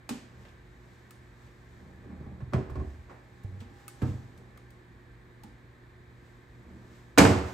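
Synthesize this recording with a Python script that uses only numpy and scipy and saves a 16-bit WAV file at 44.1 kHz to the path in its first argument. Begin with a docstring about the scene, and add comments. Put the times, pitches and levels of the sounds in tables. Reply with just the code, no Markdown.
"""A wooden cabinet door knocks and its hinge ticks, over a faint appliance hum in a bare, ringing kitchen.
Doors are pulled open and pushed shut by hand; each blow rings the panel and the carcass.
Hands rub and scuff the wood, and stick-slip makes the moving doors shudder and groan.
The last door slams, bounces and sets its neighbours chattering. The microphone is at arm's length."""
import sys
import numpy as np
from scipy import signal
from scipy.fft import rfft, irfft, next_fast_len
from scipy.io import wavfile
from scipy.ndimage import uniform_filter1d

SR = 44100
rng = np.random.default_rng(int(sys.argv[2]) if len(sys.argv) > 2 else 0)


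def int16_out(signal):
    """Quantize to a 16-bit WAV file."""
    q = np.round(np.clip(np.atleast_2d(signal).T, -1, 1) * 32767)
    wavfile.write(sys.argv[1], SR, q.astype(np.int16))


N = 332073
TIME_S = np.arange(N) / SR
AGE_S = TIME_S[:2 * SR // 3]   # time since a contact
BANDS_HZ = np.geomspace(45, 15000, 26)

# kitchen reverberation: (frequency [Hz], t60 [s])
ROOM_T60 = [(60, 0.66), (250, 0.7), (700, 0.77), (2000, 0.63), (5000, 0.52), (8000, 0.46), (14000, 0.11)]
# stereo image by frequency, with a hollow band near 10 kHz:
# (frequency [Hz], channel likeness [0-1], left lead [rad], left minus right [dB])
STEREO_IMAGE = [(60, .98, -.25, -.8), (280, .95, -.45, -1.5), (500, .68, -.55, -2), (750, .42, 1.3, -4),
                (1100, .36, 1.0, -2), (1700, .2, -.3, -.5), (2400, .42, .2, -.5), (3600, .5, .75, 2.2),
                (5300, .33, 0, 2.3), (7500, .72, -.4, .8), (9500, .99, -3.05, 0), (11000, .99, -3.25, 0),
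                (12300, .88, -6.1, 0)]

# fan spectrum: (frequency [Hz], relative density [dB])
FAN_COLOUR = [(25, -24), (36, -26), (50, 2.5), (75, -4.5), (150, -10), (350, -13), (560, -22), (1100, -22),
              (1450, -24.5), (1850, -20), (2400, -26.5), (2800, -35.5), (3800, -32.5), (5500, -44),
              (9000, -42), (15000, -54.5)]
# mains harmonics: (frequency [Hz], level [dB])
MAINS_HUM = [(119.9, -58), (239.8, -70.5), (359.7, -66.5), (479.6, -75.5)]
# motor whine: (frequency [Hz], width [Hz], level [dB])
WHINE_LINES = [(962, 8, -84.5), (1079, 8, -78), (1565, 5.1, -76), (1583, 27, -77), (1734, 45, -71.5)]
# faint tone: (peak time [s], level [dB], rise [s], fall [s])
TONE_SWELLS = [(2.2, -62.5, 0.28, 0.18), (3.85, -63, 0.63, 0.6)]

# hand and sleeve over the wood: (peak time [s], level [dB], rise [s])
STROKES = [(0.42, -63.5, 0.1), (0.944, -66.5, 0.33), (1.442, -65, 0.12), (1.758, -67, 0.3),
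           (2.902, -64, 0.12), (3.4, -70, 0.57), (3.612, -58, 0.018), (3.805, -61.5, 0.085),
           (4.08, -54.5, 0.086), (4.248, -68, 0.33), (6.28, -68, 0.11), (6.756, -70, 0.44),
           (6.955, -61.5, 0.12), (7.495, -49.5, 0.091)]
# rubbing spectrum: (frequency [Hz], relative density [dB])
RUB_COLOUR = [(200, 9), (900, 16), (2500, 7), (5000, 3), (8000, 2), (11000, -4), (15000, -14)]
# fingers letting go or dragging: (peak time [s], level [dB])
SCUFFS = [(0.455, -63.5), (2.11, -60), (2.215, -62), (2.745, -57.5), (3.108, -50.5)]
# scuff spectrum: (frequency [Hz], relative density [dB])
SCUFF_COLOUR = [(150, -10), (500, 9), (1200, 3.5), (2300, -6), (3500, -23), (8000, -24), (15000, -43)]
# door swings and hand drags: (time of top speed [s], shudder [dB], groan [dB], rise [s], fall [s])
SWINGS = [(0.41, -52, -66.5, 0.13, 0.073), (1.85, -54, -63, 0.088, 0.13), (2.27, -43.5, -66, 0.23, 0.22),
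          (3.56, -46.5, -64, 0.084, 0.028), (4.36, -53, -60.5, 0.04, 0.22),
          (6.73, -49.5, -53.5, 0.14, 0.18)]
# stick-slip resonances of whole door and panel: (frequency [Hz], width [Hz], relative level [dB])
SHUDDER_MODES = [(76.6, 6.5, 7.5), (124.3, 2.3, 2), (188, 1.9, 3)]
GROAN_MODES = [(231.3, 8.7, 3.5), (290.5, 12, -3), (325, 21, -2), (405, 21, -23), (600, 770, -12)]

# hinge and fingernail ticks: (time [s], snap [dB], tilt [dB/octave], snap t60 [s],
# hinge ring [dB], stile ring [dB], stile pitch [Hz], stile t60 [s])
TICKS = [(0.0925, -27.5, -2, 0.023, -58, -48, 1430, 0.16), (0.451, -51, -10, 0.06, -70, -68, 1240, 0.04),
         (0.484, -56, -6, 0.12, -75, -72, 1240, 0.04), (1.1077, -44, 4, 0.022, -49, -53, 1270, 0.05),
         (2.702, -57, 3, 0.04, -59, -55.5, 1100, 0.05), (3.4353, -58, 5.5, 0.035, -69, -68, 1250, 0.04),
         (3.6039, -48, -4, 0.077, -68, -67, 1230, 0.036), (3.8804, -36.5, 6, 0.018, -36, -44, 1260, 0.038),
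         (4.0225, -47.5, 2, 0.066, -60, -46.5, 1280, 0.3), (4.376, -54, 2, 0.05, -74, -70, 1240, 0.04),
         (4.575, -45.5, -1, 0.013, -49, -52, 1240, 0.061), (4.705, -53, 3, 0.028, -57, -60, 1230, 0.04),
         (5.435, -45.5, 1, 0.037, -49, -49.5, 858, 0.18)]
# snap spectrum: (frequency [Hz], band level [dB])
SNAP_COLOUR = [(300, -72), (700, -34), (1200, -30.5), (2500, -14), (4500, -15.5), (8000, -17), (10800, -6),
               (12800, -44), (15000, -21)]
# hinge leaves: (frequency [Hz], relative level [dB], t60 [s])
HINGE_MODES = [(1500, -21, 0.13), (2200, -16, 0.08), (2590, -13, 0.038), (2770, -25, 0.063),
               (6600, -25, 0.1), (8740, -13, 0.092), (13500, -20, 0.02), (14000, -11, 0.025)]

# crowd of weak wood modes: (frequency [Hz], band level [dB])
WOOD_COLOUR = [(45, -31), (70, -14.5), (150, -22.5), (250, -17.5), (380, -21), (560, -19.5), (800, -20),
               (1400, -20.5), (2300, -21), (3300, -23.5), (5000, -18.5), (7000, -19.5), (8800, -6),
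               (11000, -23.5), (15000, -19)]
# wide corner door and narrow middle door, on the frame or ajar on the hinges alone:
# (frequency [Hz], relative level [dB], t60 [s])
CORNER_MODES = [(67, 4, 0.29), (80.7, -2.5, 0.18), (126, 3, 0.21), (149.4, -5.5, 0.17), (186, -5.5, 0.25),
                (222.4, -4, 0.28), (253.3, -8, 0.31), (298.5, -5, 0.28), (341, -15.5, 0.3),
                (374, -3.5, 0.28), (408, -13, 0.4), (464, -20.5, 0.42), (570, -18, 0.22),
                (615, -11.5, 0.17), (665, -21, 0.59), (742, -18.5, 0.36), (1068, -14.5, 0.24),
                (1088, -11, 0.15), (1148, -10, 0.08), (1355, -24, 0.17), (1453, -15.5, 0.1),
                (1690, -18.5, 0.14), (2330, -24, 0.16), (2440, -27, 0.14)]
CORNER_AJAR_MODES = [(125.6, -3, 0.23), (150, -5.5, 0.2), (229.3, -1, 0.26), (250, -1, 0.28),
                     (291, -6.5, 0.33), (410, -9, 0.38), (590, -12.5, 0.26), (780, -20, 0.3),
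                     (860, -19, 0.3), (1100, -11, 0.15), (1810, -23, 0.2), (2500, -18, 0.28),
                     (2810, -21, 0.3)]
MIDDLE_MODES = [(67.7, -4, 0.33), (78, -4, 0.55), (92, -4.5, 0.46), (111.5, -6.5, 0.44), (127, -9.5, 0.48),
                (176.6, -10, 0.38), (188.8, -16, 0.43), (220, -8, 0.33), (236, -17, 0.3),
                (274.9, -10, 0.46), (292.2, -6, 0.32), (337, -26, 0.68), (372.7, -19, 0.72),
                (442, -15, 0.35), (459, -16, 0.47), (492.5, -26, 0.53), (555, -23.5, 0.32),
                (662, -20.5, 0.41), (776, -23, 0.21), (836, -26, 0.35), (877, -24.5, 0.48),
                (1034, -19.5, 0.26), (1346, -37, 0.6), (1470, -21, 0.15), (1550, -17.5, 0.12),
                (1758, -15.5, 0.082), (2150, -21.5, 0.26), (2310, -21, 0.19), (2390, -15, 0.08),
                (2505, -22, 0.12), (2765, -21, 0.12), (2920, -29, 0.3), (4560, -26, 0.1), (6330, -18, 0.07)]
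MIDDLE_AJAR_MODES = [(72, -8, 0.45), (95, -1.5, 0.48), (126, -5.5, 0.5), (210, -9.5, 0.29), (233, -5, 0.16),
                     (293, -9, 0.35), (340, -20.5, 0.53), (385, -17, 0.37), (468, -7, 0.28),
                     (620, -22, 0.55), (745, -13.5, 0.26), (900, -18, 0.28), (1045, -21, 0.3),
                     (1606, -11, 0.13), (2300, -23, 0.18)]
DOOR_MODES = {"corner": CORNER_MODES, "corner ajar": CORNER_AJAR_MODES,
              "middle": MIDDLE_MODES, "middle ajar": MIDDLE_AJAR_MODES}
# spring-back off frame or hinge, by door: (delay of first rebound [s])
REBOUND_S = {"corner": 0.056, "corner ajar": 0.047, "middle": 0.067, "middle ajar": 0.085}
# door balance, rightward in the midrange: (frequency [Hz], left minus right [dB])
DOOR_BALANCE = [(100, -0.5), (450, -0.5), (1100, -2), (2200, -2.5), (4500, 0.5), (9000, -1.7)]
# door on frame or hand on door, one row per corner that meets or leaves the frame: (time [s], door,
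# knock [dB], brightness [Hz], boom [dB], boom pitch [Hz], boom lag [s], first rebound loss [dB])
BLOWS = [(0.0912, "corner ajar", -29.5, 11200, -26, 244, 0.0165, 29),
         (2.041, "corner", -45.5, 900, -36.5, 263, 0.019, 6),
         (2.112, "corner", -51, 1200, -36, 198, 0.012, 15),
         (2.204, "corner", -50.5, 1300, -33, 154, 0.005, 1.5),
         (2.266, "corner", -55, 900, -32, 150, 0.0059, 12),
         (2.404, "corner", -41, 1400, -28, 104, 0.018, 17),
         (2.525, "corner", -37, 910, -29, 220, 0.0025, 26),
         (2.534, "corner", -20, 1500, -13, 113, 0.009, 26.5),
         (2.582, "corner", -38.5, 706, -27.5, 343, 0.00496, 34),
         (2.697, "corner", -37.5, 1400, -24.5, 78, 0.017, 7),
         (2.756, "corner", -34, 1390, -21.5, 78, 0.012, 13),
         (2.772, "corner", -50, 450, -33, 260, 0.0049, 12),
         (2.798, "corner", -37, 1300, -25.5, 72, 0.014, 17),
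         (2.816, "corner", -50, 450, -39, 300, 0.005, 12),
         (3.096, "corner", -43.5, 1900, -65, 302, 0.0093, 15),
         (3.437, "middle ajar", -60, 900, -26, 92, 0.0073, 3.5),
         (3.612, "middle ajar", -47.5, 2500, -35.5, 258, 0.0061, 7),
         (4.018, "middle ajar", -30, 1750, -17, 227, 0.00254, 36),
         (4.029, "middle ajar", -33.5, 620, -13, 123, 0.0022, 26),
         (4.074, "middle ajar", -36.5, 600, -32.5, 270, 0.00413, 22),
         (4.128, "middle ajar", -55, 600, -43, 115, 0.0057, 18),
         (4.16, "middle ajar", -59, 700, -40, 186, 0.004, 12),
         (5.437, "middle ajar", -52, 1200, -36.5, 195, 0.0085, 15),
         (7.1763, "middle", -8, 2500, -11, 255, 0.0042, 30),
         (7.182, "middle", -5, 7640, -17.5, 110, 0.011, 34),
         (7.1875, "middle", -4, 2880, -3.5, 192, 0.003, 32.5),
         (7.212, "middle", -8, 1050, -22, 380, 0.0026, 19),
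         (7.2497, "middle", -9.5, 2100, -11.5, 95, 0.005, 12)]


def from_db(db):
    return 10 ** (np.asarray(db) / 20)


def unit_rms(x):
    return x / np.sqrt(np.mean(x ** 2) + 1e-20)


def at_hz(points, hz, column=1):
    """Table column, interpolated over log frequency."""
    table = np.array(points)
    return np.interp(np.log(np.maximum(hz, 1)), np.log(table[:, 0]), table[:, column])


def add(out, time_s, sound):
    start = round(time_s * SR)
    out[:, start:start + sound.shape[-1]] += sound[..., :N - start]


def swell(peak_s, db, rise_s, fall_s):
    """Exponential rise and fall; time constants of at least 10 ms."""
    distance = np.maximum((peak_s - TIME_S) / max(rise_s, .01), (TIME_S - peak_s) / max(fall_s, .01))
    return from_db(db) * np.exp(-np.minimum(distance, 9))


def decay(t60_s):
    return from_db(-60 * AGE_S / np.maximum(t60_s, .002))


def build_up(hz, cycles):
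    """Mode onset, slower at low frequencies."""
    return 1 - np.exp(-AGE_S * hz / cycles)


def diffuse_noise(size, colour=None):
    """Noise from all around, channel likeness set by frequency; rms 1."""
    hz = np.fft.rfftfreq(size, 1 / SR)
    alike = np.clip(at_hz(STEREO_IMAGE, hz), 0, 1)
    mid, side = rfft(rng.standard_normal((2, size)))
    spectrum = np.sqrt(1 + alike) * mid + np.sqrt(1 - alike) * side * [[1], [-1]]
    gain = from_db(at_hz(colour, hz)) if colour else 1
    return unit_rms(irfft(gain * spectrum, size))


def mode_crowd():
    """Dense overlapping modes as levelled third-octave noise: bands x 2 x samples."""
    white = [diffuse_noise(2 * SR) for _ in range(2)]
    edge_ratio = np.sqrt(BANDS_HZ[1] / BANDS_HZ[0])
    bands = []
    for k, hz in enumerate(BANDS_HZ):
        bandpass = signal.butter(2, [hz / edge_ratio, hz * edge_ratio], "band", fs=SR, output="sos")
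        band = signal.sosfilt(bandpass, white[k % 2])
        power = uniform_filter1d(np.mean(band ** 2, axis=0), int(SR * max(10 / hz, .01)))
        bands.append(band / np.sqrt(power + 1e-12))
    return np.array(bands, dtype=np.float32)


def band_envelope(own_t60_s, room_db, cycles):
    """The object's own ring plus the room's tail: bands x samples."""
    hz = BANDS_HZ[:, None]
    room = from_db(room_db) * decay(at_hz(ROOM_T60, hz))
    return build_up(hz, cycles) * np.hypot(decay(own_t60_s), room)


def strike(crowd, envelope, gains):
    """Each contact excites the mode crowd in its own random way."""
    start = rng.integers(SR // 10, SR)
    weights = (gains[:, None] * envelope).astype(np.float32)
    return np.einsum("bt,bct->ct", weights, crowd[:, :, start:start + len(AGE_S)])


def pan(x, balance):
    """Left-right balance by frequency."""
    size = next_fast_len(N + SR // 10)
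    side_db = at_hz(balance, np.fft.rfftfreq(size, 1 / SR))
    return irfft(rfft(x, size) * from_db([side_db / 2, -side_db / 2]), size)[:, :N]


def appliance(fan_db=-55.5):
    """Steady fan noise plus mains harmonics."""
    hum = sum(np.sqrt(2) * from_db(db) * np.sin(2 * np.pi * (hz * TIME_S + rng.random()))
              for hz, db in MAINS_HUM)
    return hum + from_db(fan_db) * diffuse_noise(next_fast_len(N), FAN_COLOUR)[:, :N]


def motor_whine():
    """The appliance's motor sings in narrow, wavering lines."""
    size = next_fast_len(N)
    hz = np.fft.rfftfreq(size, 1 / SR)
    power = sum(from_db(db) ** 2 * SR / (np.pi * width_hz) / (1 + (2 * (hz - line_hz) / width_hz) ** 2)
                for line_hz, width_hz, db in WHINE_LINES)
    return irfft(rfft(diffuse_noise(size)) * np.sqrt(power), size)[:, :N]


def faint_tone(hz=809):
    """A thin tone swells and fades."""
    return sum(swell(*row) for row in TONE_SWELLS) * np.sin(2 * np.pi * hz * TIME_S)


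def rubbing(fall_ratio=1.18):
    """Skin and cloth slide over varnished wood."""
    power = sum(swell(peak_s, db, rise_s, rise_s * fall_ratio) ** 2 for peak_s, db, rise_s in STROKES)
    return np.sqrt(power) * diffuse_noise(next_fast_len(N), RUB_COLOUR)[:, :N]


def scuffs(rise_s=0.01, fall_s=0.073):
    """Fingertips catch and slide off with a short, dull rasp."""
    gain = sum(swell(peak_s, db, rise_s, fall_s) for peak_s, db in SCUFFS)
    return gain * diffuse_noise(next_fast_len(N), SCUFF_COLOUR)[:, :N]


def slip_resonances(slips, modes):
    """Resonances driven by slips, each kept even by the steady hand; rms 1."""
    out = 0
    for hz, width_hz, db in modes:
        radius = np.exp(-np.pi * width_hz / SR)
        feedback = [1, -2 * radius * np.cos(2 * np.pi * hz / SR), radius ** 2]
        ring = signal.lfilter([1, 0, -1], feedback, slips)
        power = np.abs(uniform_filter1d(ring ** 2, SR // 12))
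        out = out + from_db(db) * ring / np.sqrt(power + 1e-9)
    return unit_rms(out)


def shudder(slips_per_s=900, lowpass_hz=900):
    """Soft, uneven stick-slip shakes the door and makes its panel groan, most at top speed."""
    slips = (rng.random(N) < slips_per_s / SR) * rng.choice([-1., 1.], N) + 1e-18
    slips = signal.sosfilt(signal.butter(3, lowpass_hz, fs=SR, output="sos"), slips)
    shake, groan = slip_resonances(slips, SHUDDER_MODES), slip_resonances(slips, GROAN_MODES)
    return sum(swell(peak_s, 0, rise_s, fall_s) * (from_db(shake_db) * shake + from_db(groan_db) * groan)
               for peak_s, shake_db, groan_db, rise_s, fall_s in SWINGS)


def stile_ring(hz, t60_s, spread=0.0556):
    """Wood under a hinge: three close, beating modes."""
    modes_hz = hz * np.array([[1 - spread], [1], [1 + spread / 2]])
    partials = np.sin(2 * np.pi * (modes_hz * AGE_S + rng.random((3, 1))))
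    return np.sum(partials, axis=0) / np.sqrt(3) * build_up(hz, cycles=0.95) * decay(t60_s)


def ticks(crowd, room_db=-15, reference_t60_s=0.02):
    """Small hard contacts: a snap or scratch with room tail, plus hinge and stile ring."""
    out = np.zeros((2, N))
    onset = build_up(BANDS_HZ[:, None], cycles=1)
    room = from_db(room_db) * decay(at_hz(ROOM_T60, BANDS_HZ[:, None]))
    hz, mode_db, t60_s = np.transpose(HINGE_MODES)[:, :, None]
    hinge = np.sum(from_db(mode_db) * np.sin(2 * np.pi * hz * AGE_S) * decay(t60_s), axis=0)
    for time_s, snap_db, db_per_octave, snap_t60_s, hinge_db, stile_db, stile_hz, stile_t60_s in TICKS:
        room_power = room ** 2 * snap_t60_s / reference_t60_s   # longer scratches fill the room more
        envelope = onset * np.sqrt(decay(snap_t60_s) ** 2 + room_power)
        band_db = snap_db + at_hz(SNAP_COLOUR, BANDS_HZ) + db_per_octave * np.log2(BANDS_HZ / 4000)
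        add(out, time_s, strike(crowd, envelope, from_db(band_db)))
        stile = from_db(stile_db) * stile_ring(stile_hz, stile_t60_s)
        add(out, time_s, from_db(hinge_db) * hinge + stile)
    return out


def knock(hz, db, bright_hz, highpass_hz=300, rolloff_order=1.56):
    """Force spectrum of a hard edge contact; drives the upper modes."""
    highpass = hz ** 2 / (hz ** 2 + highpass_hz ** 2)
    return from_db(db) * highpass / np.sqrt(1 + (hz / bright_hz) ** (2 * rolloff_order))


def boom(hz, db, boom_hz, width_octaves=0.5):
    """Force spectrum of the slower push of the door's mass; drives the low modes."""
    return from_db(db) / (1 + (np.log2(hz / boom_hz) / width_octaves) ** 2 / 2) ** 2


def chatter(crowd, start_s=7.205, gap_s=0.021, count=10, start_db=-14.5, fade_db_per_s=80, scatter_db=4):
    """Shaken by the slam, neighbouring doors clack on their frames in an uneven, dying run."""
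    out = np.zeros((2, N))
    envelope = band_envelope(own_t60_s=0.03, room_db=-17, cycles=0.5)
    wood = from_db(at_hz(WOOD_COLOUR, BANDS_HZ))
    for k in range(count):
        delay_s = gap_s * (k + rng.uniform(-0.34, .3))
        offset_db = scatter_db * (rng.normal() + rng.normal(size=len(BANDS_HZ)))
        db = start_db - fade_db_per_s * delay_s + offset_db
        force = knock(BANDS_HZ, db, bright_hz=1800, highpass_hz=500)
        add(out, start_s + delay_s, strike(crowd, envelope, wood * force))
    return out


def contacts(time_s, door, knock_db, bright_hz, boom_db, boom_hz, lag_s, loss_db,
             thud_db=-18, thud_hz=600, gap_ratio=0.94, loss_growth=4.5, rebound_hz=1740):
    """One blow: edge knock, panel boom with dull thud, up to two rebounds. Yields (time, force(hz))."""
    yield time_s, lambda hz: knock(hz, knock_db, bright_hz)
    yield time_s + lag_s, lambda hz: np.hypot(boom(hz, boom_db, boom_hz),
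                                              knock(hz, boom_db + thud_db, thud_hz))
    for k in range(2):
        time_s += REBOUND_S[door] * gap_ratio ** k
        gain = from_db(-loss_db * loss_growth ** k)
        dull_hz = min(bright_hz, rebound_hz / (k + 1))
        if gain > 1e-3:
            yield time_s, lambda hz: gain * np.hypot(knock(hz, knock_db, dull_hz),
                                                     boom(hz, boom_db, boom_hz))


def doors(crowd, wood_t60_at_1khz_s=0.19, crack_t60_s=0.03, modes_db=-8.5, flex_db=5, flex_t60_s=0.035):
    """Each blow cracks at the edge, then rings the door's clear modes over a crowd of weak ones."""
    out = np.zeros((2, N))
    wood = from_db(at_hz(WOOD_COLOUR, BANDS_HZ))
    wood_t60_s = wood_t60_at_1khz_s * (1000 / BANDS_HZ[:, None]) ** 0.5
    crack = decay(crack_t60_s) * build_up(BANDS_HZ[:, None], cycles=1.5)
    crowd_envelope = np.hypot(crack, band_envelope(wood_t60_s, room_db=-7, cycles=0.19))
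    flex = from_db(flex_db) * decay(flex_t60_s)   # first large flexing, soon damped by the frame
    for door, modes in DOOR_MODES.items():
        hz, mode_db, t60_s = np.transpose(modes)[:, :, None]
        envelope = from_db(mode_db + modes_db) * build_up(hz, cycles=0.45) * (decay(t60_s) + flex)
        phase_cycles = hz * AGE_S + rng.random(hz.shape)
        rings = (envelope * np.exp(2j * np.pi * phase_cycles)).astype(np.complex64)
        for blow in [row for row in BLOWS if row[1] == door]:
            for time_s, force in contacts(*blow):
                in_phase = np.exp(2j * np.pi * hz[:, 0] * time_s)   # a bounce tops up each mode's swing
                drive = (force(hz[:, 0]) * in_phase).astype(np.complex64)
                add(out, time_s, np.real(drive @ rings))
                add(out, time_s, strike(crowd, crowd_envelope, wood * force(BANDS_HZ)))
    return pan(out, DOOR_BALANCE)


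def scene():
    crowd = mode_crowd()
    handling = doors(crowd) + ticks(crowd) + shudder() + rubbing() + scuffs()
    background = appliance() + motor_whine() + faint_tone()
    return background + handling + chatter(crowd)


def record(dry):
    """Phase and level offset between the channels, soft clipping, steep low-pass."""
    size = next_fast_len(N + SR // 10)
    hz = np.fft.rfftfreq(size, 1 / SR)
    left_gain = np.sqrt(from_db(at_hz(STEREO_IMAGE, hz, column=3)))
    left_lead = np.exp(1j * at_hz(STEREO_IMAGE, hz, column=2))
    heard = irfft(rfft(dry, size) * [left_gain * left_lead, 1 / left_gain], size)[:, :N]
    lowpass = signal.cheby2(14, 70, 16600, fs=SR, output="sos")   # 70 dB down from 16.6 kHz
    return signal.sosfilt(lowpass, np.tanh(heard))


dry = scene()
out = record(dry)
int16_out(out)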